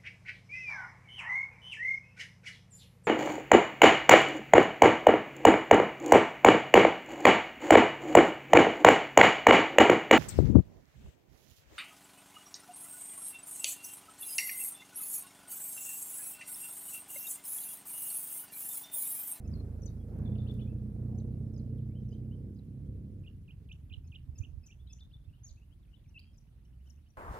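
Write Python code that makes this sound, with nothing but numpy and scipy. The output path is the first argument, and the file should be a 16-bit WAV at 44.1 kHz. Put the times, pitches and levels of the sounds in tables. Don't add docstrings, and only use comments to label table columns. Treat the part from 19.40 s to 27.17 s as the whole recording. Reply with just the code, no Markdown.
import sys
import numpy as np
from scipy import signal
from scipy.io import wavfile
from scipy.ndimage import uniform_filter1d

SR = 44100
rng = np.random.default_rng(int(sys.argv[2]) if len(sys.argv) > 2 else 0)


def wrap_up_sound(samples):
    columns = np.atleast_2d(samples).T
    tamed = np.clip(columns, -1, 1)
    steps = np.round(tamed * 32767).astype(np.int16)
    wavfile.write(sys.argv[1], SR, steps)


def attenuation_scalar(level_db):
    decades = np.asarray(level_db, float) / 20
    return 10 ** decades


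N = 342657


def evened(x):
    return x / np.sqrt(np.mean(x ** 2) + 1e-20)


def read(points, hz):
    f, value = np.transpose(points)
    return np.interp(np.log(hz + 1), np.log(f + 1), value)


def columns(rows, t):
    s, *rest = np.transpose(rows)
    return [np.interp(t, s, c) for c in rest]


def add(mix, s, sound):
    part = mix[round(s * SR):][:len(sound)]
    part += sound[:len(part)]


def drift(top_hz):
    steps = rng.standard_normal(N // 64 + 1002)
    lowpass = signal.butter(2, top_hz, fs=SR / 64, output="sos")
    slow = signal.sosfiltfilt(lowpass, steps)[500:-500]
    return np.interp(np.arange(N) / 64, np.arange(len(slow)), evened(slow))


def per_band(colour, hz, lo, hi):
    db = read(colour, hz)
    inside = (hz > lo) & (hz < hi)
    return db - 10 * np.log10(np.sum(attenuation_scalar(2 * db[inside])) * 2 / 3)


# pitch_hz, likeness [0-1]
PORT_LIKENESS = [(60, 0.94), (300, 0.92), (700, 0.73), (1300, 0.22), (3000, 0.02)]
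# pitch_hz, left_minus_right_db
PORT_BALANCE = [(60, 1), (500, -4), (1500, -4), (8000, 2.5), (12000, 0)]


def noise(level_db, size, patchy_db):
    hop = size // 4
    frames, hz = N // hop + 5, np.fft.rfftfreq(size, 1 / SR)[:, None]
    a, b, c, d, patches = rng.standard_normal((frames, len(hz), 5)).T
    patches = uniform_filter1d(patches, size=10, axis=0)
    patches = evened(uniform_filter1d(patches, size=8, axis=1))
    same = np.clip(read(PORT_LIKENESS, hz), -1, 1)
    left = a + 1j * b
    right = same * left + np.sqrt(1 - same ** 2) * (c + 1j * d)
    z = np.array([left, right])
    z *= attenuation_scalar(level_db(hz, np.arange(frames) * hop / SR) + patchy_db * patches)
    z *= attenuation_scalar(np.array([.5, -.5])[:, None, None] * read(PORT_BALANCE, hz))
    return signal.istft(z, nperseg=size, noverlap=size - hop)[1][:, :N]


# pitch_hz, level_db per Hz
HISS_COLOUR = [(290, -31), (500, -2.5), (1050, -9), (2380, -10), (2900, -10.5), (3300, -12.5),
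               (7570, -20.5), (9790, -15), (15300, -19.5)]
# start_s, half_length_s, level_db
SWISHES = [(0.01, 0.046, -5.5), (1.139, 0.094, 3), (4.992, 0.018, 8.5), (5.27, 0.011, 8), (5.532, 0.011, 7),
           (6.07, 0.036, 5.5), (6.798, 0.0058, 13.5), (7.496, 0.044, 6.5)]


def hiss_and_spray():
    hiss_db, spray_start_db, spray_fade_s = -87.5, 9, 2.4

    def level(f, s):
        treble = np.clip(np.log2((f + 1) / 2500), .3, 1)
        spray_db = spray_start_db * np.exp(-s / spray_fade_s)
        spray_db = spray_db + sum(db * np.exp(-((s - at) / half) ** 2) for at, half, db in SWISHES)
        return per_band(HISS_COLOUR, f, 8100, 15460) + treble * spray_db + hiss_db

    return noise(level, size=512, patchy_db=2.0)


# start_s, peak_db, pitch_hz
KNOCKS = [(4.501, -43, 87), (4.564, -36.5, 84), (4.881, -37, 95), (4.993, -31, 84.5), (5.075, -49, 63.6),
          (5.123, -40, 65.3), (5.163, -41, 76), (5.418, -61, 64), (5.65, -51, 82), (5.87, -44.5, 91.8),
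          (6.094, -49, 53)]


def breeze():
    steady_db, steady_start_s, gust_db, gust_s = -67, 5.4, -25.5, .12
    t = np.arange(N) / SR
    band = signal.butter(2, [40, 140], "bandpass", fs=SR, output="sos")
    lumps = evened(signal.sosfilt(band, rng.standard_normal(N))) * attenuation_scalar(1.0 * drift(2.6))
    gusts = sum(attenuation_scalar(db + gust_db) * np.exp(-((t - s) / gust_s) ** 2) for s, db, hz in KNOCKS)
    out = lumps * (gusts + attenuation_scalar(steady_db) * np.clip(t - steady_start_s, 0, 1))
    for s, db, hz in KNOCKS:
        u = np.arange(-1.3, 2.6, hz / SR)
        push = np.exp(-(u / np.where(u < 0, .6, .95)) ** 2)
        add(out, s, attenuation_scalar(db + 7) * push * np.cos(2 * np.pi * u * (1 - 0.051 * u) - .1))
    return out * attenuation_scalar(np.array([[-17.], [0]]))


def bushes(x, t60):
    at = np.arange(100, 11900, 20) + rng.integers(0, 20, (2, 590))
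    taps = np.zeros((2, 12040))
    shape = attenuation_scalar(-60 * at / SR / t60) * (1 - np.exp(-at / SR / 0.0075))
    np.put_along_axis(taps, at, rng.choice([-1., 1.], at.shape) * shape, axis=1)
    flutter = .65 + .75 * np.array([drift(300), drift(300)])
    return flutter * signal.oaconvolve(x[None], taps / np.linalg.norm(taps[0]), axes=1)[:, :N]


def calls(shape, rows):
    out, step = np.zeros(N), np.arange(shape[0][0], shape[-1][0], 1 / SR)
    hz, tone_db, octave_db = uniform_filter1d(columns(shape, step), size=60, mode="nearest")
    ends = np.clip(np.minimum(step - step[0], step[-1] - step) / .002, 0, 1)
    for s, db, pitch, reach, lead_db in rows:
        sung_hz = pitch * (hz + (reach - 1) * np.maximum(hz - hz[-1], 0))
        turns = 2 * np.pi * np.cumsum(sung_hz) / SR
        level = np.sqrt(2) * ends * attenuation_scalar(db + lead_db * np.clip(-step / .004, 0, 1))
        voice = attenuation_scalar(tone_db) * np.sin(turns) + attenuation_scalar(octave_db) * np.sin(2 * turns)
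        add(out, s + step[0], level * voice)
    return out


def birds(strokes, sung, pan_db, lag, echo_db, t60, shimmer_db):
    out = sung.copy()
    for s, length, start_hz, middle_hz, end_hz, db in strokes:
        u = np.linspace(-1, 1, round((length + .002) * SR))
        bend = u ** 2 * ((start_hz + end_hz) / 2 - middle_hz)
        hz = middle_hz + u * (end_hz - start_hz) / 2 + bend
        swell = (1 - u ** 2) ** .6 * 1.2
        add(out, s - .001, np.sqrt(2) * attenuation_scalar(db) * swell * np.sin(2 * np.pi * np.cumsum(hz) / SR))
    seen = out * attenuation_scalar(shimmer_db * drift(78))
    right = np.roll(seen, round(lag))
    direct = np.array([seen * attenuation_scalar(pan_db / 2), right * attenuation_scalar(-pan_db / 2)])
    return direct + attenuation_scalar(echo_db) * bushes(out, t60) * attenuation_scalar(np.array([[pan_db / 4], [-pan_db / 4]]))


def straight_strokes(rows):
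    return [(s, length, a, .4 * a + .6 * b, b, db) for s, length, a, b, db in rows]


# start_s, level_db, pitch_hz
CHIPS = [(3.2891, -97, 2530), (3.459, -80, 3286), (4.6423, -81, 2552), (5.3901, -95, 3500),
         (5.8456, -75, 3540), (5.986, -80, 3190), (6.4802, -79, 2520), (6.6994, -79, 2840),
         (7.0483, -94, 3004), (7.077, -80, 2910), (7.1691, -84, 2820), (7.2517, -77.5, 2997),
         (7.3337, -80, 2957), (7.4078, -78, 2920), (7.666, -77, 3006), (7.7397, -88, 2670)]
# from_peak_s, pitch_hz, level_db, octave_level_db
CUP = [(-.038, 3900, -13, -54), (-.033, 2994, -10.5, -74), (-.026, 2607, -6, -42), (-.016, 2520, -9.5, -52),
       (-.007, 2926, 3, -48), (0, 4435, -12, -60), (.004, 3250, 3, -43), (.011, 3030, -0.5, -45),
       (.02, 2730, -23, -60)]
# peak_s, level_db, pitch_factor, reach above the last note, lead_db before the peak
CUPS = [(3.872, -58.5, 0.96, 0.56, -7.5), (4.115, -71.5, 0.96, 0.49, 13), (4.325, -60.5, 0.95, 0.83, 5.5),
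        (4.534, -52.5, 0.96, 0.98, -4.5), (4.755, -56, 0.96, 0.78, 0.5), (5.045, -61.5, 0.94, 0.65, 1.5),
        (5.318, -64.5, 0.92, 0.8, 0)]


def birds_right():
    chips = [(s - .006, .022, 0.82 * hz, hz, 0.99 * hz, db - 5.5) for s, db, hz in CHIPS]
    return birds(chips, calls(CUP, CUPS), pan_db=-4.5, lag=-3.0, echo_db=-10.0, t60=0.18, shimmer_db=2.0)


# from_peak_s, pitch_hz, level_db, octave_level_db
FAR_TSEET = [(-.032, 2600, -28, -26), (-.022, 2620, -22, -18), (-.009, 2750, -24, -16),
             (-.004, 3100, -40, -22), (.001, 3800, -40, -14), (.005, 3300, -36, -8), (.0085, 3050, -32, 0),
             (.014, 3000, -34, -1), (.019, 2980, -42, -16)]
WHIP = [(-.019, 2535, -9, -51.5), (-.008, 3177, 0, -41), (-.003, 3775, -12, -41), (0, 4770, -11, -42),
        (.004, 3900, -5, -35), (.008, 3540, -0.5, -44), (.025, 3550, -2, -43), (.033, 3425, -16.5, -54)]
# peak_s, level_db, pitch_factor, reach above the last note, lead_db before the peak
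LEFT_TSEETS = [(.454, -63, 1, 1.5, -23), (1.776, -70, 1.02, 0.94, -22), (2.17, -81, 1.05, 0.66, -20),
               (2.679, -80, .95, .8, -14), (2.713, -76.5, 1.02, 0.78, -3), (3.14, -86, 1.06, .6, -13),
               (6.975, -72.5, 0.95, 1.5, 1), (7.497, -73, 0.91, 1.2, -20), (7.466, -78, 0.92, 0.75, 2),
               (7.524, -78.5, 1.02, .8, -18), (7.697, -80, 0.96, 0.43, -7)]
LEFT_WHIPS = [(.852, -70, 0.98, 1, -30), (.982, -68, 1.0, 1, -31), (1.083, -63.5, 0.99, 0.91, 1),
              (1.208, -67, 0.97, 0.9, 2.5)]
# start_s, length_s, start_hz, end_hz, level_db
LEFT_STROKES = [(.113, 0.008, 5350, 5300, -76.5), (.134, 0.0088, 4740, 4580, -71.5),
                (.146, 0.015, 4180, 4280, -74.5), (.186, 0.029, 4280, 4100, -80),
                (.42, 0.021, 6170, 5580, -68), (.471, 0.01, 5135, 4200, -70.5),
                (.479, 0.02, 3850, 3750, -80), (.915, .018, 3450, 3480, -79),
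                (.953, 0.0082, 3900, 2500, -67.5), (2.163, .009, 5180, 4965, -71),
                (5.472, 0.012, 4240, 3400, -74), (6.53, 0.026, 2650, 3140, -75.5),
                (6.3, 0.04, 2480, 3350, -84)]


def birds_left():
    sung = calls(FAR_TSEET, LEFT_TSEETS) + calls(WHIP, LEFT_WHIPS)
    return birds(straight_strokes(LEFT_STROKES), sung,
                 pan_db=13.5, lag=5.4, echo_db=-2.5, t60=0.22, shimmer_db=4.0)


# from_peak_s, pitch_hz, level_db, octave_level_db
TSEET = [(-.032, 2700, -28, -26), (-.022, 2570, -17, -16), (-.009, 2650, -17, -18), (-.005, 2720, -40, -28),
         (.002, 3750, -36, -5), (.0055, 3200, -34, 0), (.0085, 2920, -32, 0), (.013, 3080, -34, -6),
         (.017, 3080, -42, -20)]
HOOK = [(-.052, 2800, -12, -50), (-.04, 2690, -5, -40), (-.026, 2580, 0, -40), (-.013, 2850, -4, -45),
        (-.007, 3500, -20, -44), (0, 4700, 0, -34), (.005, 5050, -18, -45), (.012, 4600, -34, -55),
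        (.018, 3500, -22, -50)]
# peak_s, level_db, pitch_factor, reach above the last note, lead_db before the peak
FRONT_TSEETS = [(0.073, -70.5, 0.99, 0.6, 8), (2.136, -71, 0.92, 0.58, -10), (4.321, -73, 0.98, 1, -21),
                (4.672, -71.5, 0.98, .8, 8), (4.982, -55.5, 1.01, 0.78, -3), (5.262, -57, 0.984, 1, -1),
                (5.527, -56, 1, 0.88, 1.5), (6.073, -55.5, 1.04, 0.66, -32)]
FRONT_WHIPS = [(5.603, -63, 0.99, 1.5, -7.5), (5.73, -65.5, 1, 0.69, -7)]
HOOKS = [(6.795, -53, 1, 1, 0.0019)]
# start_s, length_s, start_hz, end_hz, level_db
FRONT_STROKES = [(2.376, 0.017, 3900, 2918, -83), (2.709, 0.0054, 4946, 4996, -79),
                 (6.064, 0.01, 5850, 5940, -60), (6.069, 0.01, 5200, 3300, -80),
                 (6.548, .028, 4000, 3260, -78.5), (6.647, 0.021, 2930, 2170, -77.5),
                 (7.685, .012, 5200, 6000, -86), (2.187, .008, 5050, 4800, -73),
                 (2.73, .008, 4950, 4800, -78), (.59, .04, 3320, 3300, -85), (.422, .022, 9000, 8300, -84),
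                 (6.952, .018, 5050, 4950, -85), (4.977, .007, 4780, 4850, -75),
                 (5.258, .007, 4500, 4300, -83), (7.252, .008, 5900, 5600, -82),
                 (7.488, .012, 2600, 3000, -77), (7.458, .007, 2650, 3100, -79),
                 (1.2, .022, 2400, 2640, -80), (1.21, .02, 2950, 3050, -73),
                 (7.466, 0.016, 3150, 2980, -76), (7.574, 0.022, 2500, 3080, -84),
                 (4.68, 0.013, 4530, 4080, -82), (5.49, 0.06, 3400, 3500, -77),
                 (6.505, .04, 2600, 3300, -86), (.885, .06, 3540, 3540, -84), (1.02, .05, 3540, 3540, -83),
                 (1.125, .05, 3560, 3540, -82)]
# start_s, level_db, start_hz, end_hz
FLICKS = [(1.746, -79.5, 6593, 5250), (1.796, -78, 5164, 3630), (2.052, -90, 4585, 3500),
          (2.19, -75.5, 5018, 4026), (2.734, -78, 4820, 3650), (3.161, -78.5, 5348, 4897),
          (3.185, -80, 5030, 3800), (6.428, -81, 4200, 3193), (6.639, -82, 4500, 1830),
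          (7.248, -86, 6800, 5300)]
# start_s, length_s, level_db, top_hz
ARCHES = [(1.263, 0.061, -76, 2650), (2.546, 0.039, -76, 3120), (2.716, 0.041, -75, 3150),
          (2.908, 0.043, -76.5, 3087), (5.384, 0.048, -79.5, 3550), (5.466, 0.054, -74, 3450),
          (5.88, 0.024, -79.5, 2710), (5.928, 0.025, -71.5, 2965), (6.168, 0.024, -76.5, 2650),
          (6.216, .026, -74, 2888), (7.49, 0.03, -87, 3020)]
# start_s, length_s,
# start_hz, middle_hz, end_hz, level_db
BOWS = [(6.035, .026, 6050, 6680, 6300, -59), (6.088, .013, 5150, 4300, 3400, -62),
        (6.93, .021, 5250, 5450, 6500, -84)]
FAINT_NOTES = [(6.81, .016, 3100, 3150, 3200, -76), (6.84, .1, 3150, 3220, 3170, -81),
               (6.678, .014, 5200, 5600, 6600, -85), (6.691, .008, 6000, 5900, 5850, -80),
               (6.448, .012, 3300, 2700, 2300, -84), (2.5, .03, 2050, 2250, 2350, -87)]


def birds_ahead():
    flicks = [(s, .013, hi, 0.37 * hi + .6 * lo, lo, db) for s, db, hi, lo in FLICKS]
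    arches = [(s, length, .86 * hz, .99 * hz, 0.982 * hz, db) for s, length, db, hz in ARCHES]
    strokes = straight_strokes(FRONT_STROKES) + flicks + arches + BOWS + FAINT_NOTES
    sung = calls(TSEET, FRONT_TSEETS) + calls(WHIP, FRONT_WHIPS) + calls(HOOK, HOOKS)
    return birds(strokes, sung, pan_db=0.5, lag=2, echo_db=-6.5, t60=0.29, shimmer_db=3.0)


# start_s, peak_db
SNAPS = [
    (0.564, -77),
    (0.7865, -62.5),
    (1.114, -64.5),
    (1.1406, -64.5),
]


def snaps():
    out, t = np.zeros(N), np.arange(900) / SR
    for s, db in SNAPS:
        crack = np.diff(rng.standard_normal(len(t) + 1))
        add(out, s, attenuation_scalar(db - 1 - 60 * t / .014) * crack)
    return out * attenuation_scalar(np.array([[1.5], [-6]]))


LIFT_S, BOOST_S = 3.8, 0.688
ROLL_DB = -37


def distance_db(s):
    return -20 * np.log10(1 + s / 3.43)


# start_s, level_db
EFFORT = [(0, -2), (.12, 4.5), (.24, 2), (.66, 0), (.9, 8.5), (1.25, 3.5), (1.49, 3), (1.73, 6),
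          (2.76, 3.5), (3.05, 5), (3.23, -0.5), (3.45, 4.5), (3.78, 0), (4.08, -6.5), (4.5, -5.5),
          (6.6, -11), (7.5, -9), (7.72, -14)]


def effort_db(s):
    return columns(EFFORT, s)[0]


# start_s, firing_hz
REVS = [(0, 23.3), (.1, 25.8), (.21, 27.4), (.69, 27.4), (.92, 29.9), (1.25, 30.2), (1.57, 29.9),
        (1.73, 31.3), (2.2, 30.9), (2.78, 30.6), (3.13, 33.1), (3.3, 33.1), (3.65, 34), (3.78, 33.9),
        (3.9, 32.5)]
COASTING = [(3.9, 27.5), (4.2, 24), (4.5, 22.3), (5.3, 20.4), (6.6, 19.6), (7.5, 20.2)]


def firing(t):
    hz, idle_hz = columns(REVS, t)[0], columns(COASTING, t)[0]
    turns, idle_turns = 2 * np.pi * np.cumsum([hz, idle_hz], axis=1) / SR + 0.0042 * drift(2.2)
    return hz, turns, idle_turns


def orders(turns, levels, waver_db, slip, smear):
    out = 0
    for k, db, lag in levels:
        level, phase = waver_db * drift(6), slip * drift(4)
        out = out + np.sqrt(2) * attenuation_scalar(db + level) * np.cos(k * turns - lag + phase + smear * k ** 2)
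    return out


# multiple, level_db, share of the effort followed
LOADED = [(1, -57, .1), (2, -40, 0.45), (3, -38.5, 0.83), (3.5, -54, 1), (4, -42, 1), (5, -48, 0.77),
          (6, -50.5, 0.33), (7, -53.5, 0.5), (8, -52.5, 0.48), (9, -57, 0.98), (10, -61.5, 0.77),
          (11, -59, 0.25), (12, -73.5, 0.19), (13, -67.5, 0.2), (14, -70, 0.2), (15, -66.5, 0.68)]
# pitch_hz, width_hz, level_db
PIPE = [(122.45, 4.1, 5.5), (185, 6.4, -14), (209.6, 18.2, 15), (342.4, 10, 4), (456.7, 14, 4.5)]
# multiple, level_db
IDLE = [(2, -4), (3, -13), (4, -6.5), (5, -14.5), (6, -7.5), (7, -11), (8, -16)]


def exhaust(t, hz, turns, idle_turns, lifted):
    boost = np.clip((t - BOOST_S) / 0.097, .25, 1) * np.interp(t, [2.85, 3.2], [1, .6])
    away_db, effort = distance_db(t), effort_db(t)
    loaded = []
    for k, db, share in LOADED:
        pipe_db = sum(top_db / (1 + ((k * hz - f) / w) ** 2) for f, w, top_db in PIPE)
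        lag = sum(np.sign(top_db) * np.arctan((k * hz - f) / w) for f, w, top_db in PIPE)
        loaded.append((k, db + away_db + share * effort + boost * pipe_db, lag))
    idle = [(k, db + ROLL_DB + away_db + effort, 0) for k, db in IDLE]
    pulling = orders(turns, loaded, waver_db=.9, slip=.07, smear=-.04)
    rolling = orders(idle_turns, idle, waver_db=2.5, slip=0.25, smear=0.301)
    return (1 - lifted) * pulling + lifted * rolling


# start_s, pitch_hz, level_db
HUM = [(3.5, 55, -68), (3.85, 54.9, -52), (4.08, 59.2, -65), (4.3, 71, -56), (4.57, 79.95, -51),
       (4.85, 76.8, -54.5), (5.2, 72.7, -53), (5.3, 67.8, -59.5), (5.45, 63.2, -50.5), (5.75, 55.27, -61.5),
       (6.0, 54.7, -65), (6.5, 54.87, -60.5), (6.85, 53.9, -72.5), (7.1, 54.3, -61.5), (7.4, 64.05, -53.5),
       (7.57, 72.07, -53.5), (7.76, 79, -64)]


def driveline(t):
    hz, db = columns(HUM, t)
    return np.sqrt(2) * attenuation_scalar(db + 6) * np.cos(2 * np.pi * np.cumsum(hz) / SR + 0.16 * drift(4.4))


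# pitch_hz, level_db per Hz
ROAR_COLOUR = [(18, -45), (35, -23), (60, -11), (130, -8), (220, -13)]
ROAR_TOP = [(340, -24), (450, -24), (765, -43.5), (1020, -52), (1500, -56.5), (2500, -64), (3300, -90)]
RUMBLE_COLOUR = [(25, -11), (45, -6), (70, 13), (130, 1.5), (200, -37.5), (350, -42), (600, -72.5)]
# start_s, half_length_s, pitch_hz,
# level_db
SCUFFS = [(.83, 0.09, 800, 4.5), (1.06, 0.046, 1230, 8), (1.76, 0.044, 760, 7), (3.7, 0.055, 180, 2),
          (4.22, 0.046, 423, 9), (4.57, .05, 290, 5), (4.03, .06, 270, 5), (.8, .08, 1550, 4),
          (4.89, .025, 250, 8), (5.03, .035, 290, 9), (5.21, .03, 270, 7), (3.6, .05, 450, 4)]


def roar(t, hz):
    roar_db, effort_share, lift_db = -53.5, 0.75, -4.5
    bright_db, dulling_db_per_s, lifted_bright_db = 4.5, 2.5, -19
    rev_db, rev_bright_db = 0.1545, 0.07
    crest_s, crest_db = 3.09, -1.
    rising = np.maximum(np.gradient(hz) * SR, 0) * (t > BOOST_S)
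    revving = uniform_filter1d(rising, size=4000)

    def level(f, s):
        effort, off = effort_db(s), np.clip((s - LIFT_S) / 0.66, 0, 1)
        revs = np.interp(s, t, revving)
        level_db = roar_db + 0.78 * distance_db(s) + effort_share * effort + lift_db * off + rev_db * revs
        tilt = (1 - off) * (bright_db - dulling_db_per_s * s + rev_bright_db * revs) + off * lifted_bright_db
        engine_db = per_band(ROAR_COLOUR + ROAR_TOP, f, 230, 500) + level_db - 2
        engine_db = engine_db + tilt * np.clip(np.log2((f + 1) / 330), 0, 2)
        engine_db = engine_db + crest_db * np.clip((s - crest_s) / 0.29, 0, 1) * (1 - off) * (f > 240)
        engine_db = engine_db - 1.3 * (s < BOOST_S)
        for at, half, mid_hz, db in SCUFFS:
            octaves = np.log2((f + 1) / mid_hz)
            engine_db = engine_db + db * np.exp(-((s - at) / half) ** 2 - (octaves / 0.39) ** 2)
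        tyres_db = per_band(RUMBLE_COLOUR, f, 40, 150) + ROLL_DB + distance_db(s) + effort
        tyres = attenuation_scalar(2 * tyres_db - 6.5) * np.interp(s, [3.4, 4.], [0, 1])
        return 10 * np.log10(attenuation_scalar(2 * engine_db) + tyres)

    return noise(level, size=2048, patchy_db=1.48)


def car():
    t = np.arange(N) / SR
    lifted = np.clip((t - LIFT_S) / 0.12, 0, 1)
    hz, turns, idle_turns = firing(t)
    beat = exhaust(t, hz, turns, idle_turns, lifted) + driveline(t)
    beat *= attenuation_scalar(.8 * drift(24))
    late = np.pad(beat, (5, 0), "edge")[:N]
    ports = np.array([late * attenuation_scalar(-7.5), beat * attenuation_scalar(-4.5)])
    throb = 1 + .3 * np.cos((1 - lifted) * turns + lifted * idle_turns + 3.5)
    return ports + throb * roar(t, hz)


def scene():
    flock = birds_right() + birds_left() + birds_ahead()
    return hiss_and_spray() + breeze() + flock + snaps() + car()


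def top_cut(x):
    return signal.sosfilt(signal.butter(12, 15410, fs=SR, output="sos"), x)


def record(dry):
    return top_cut(dry)


dry = scene()
out = record(dry)
wrap_up_sound(out)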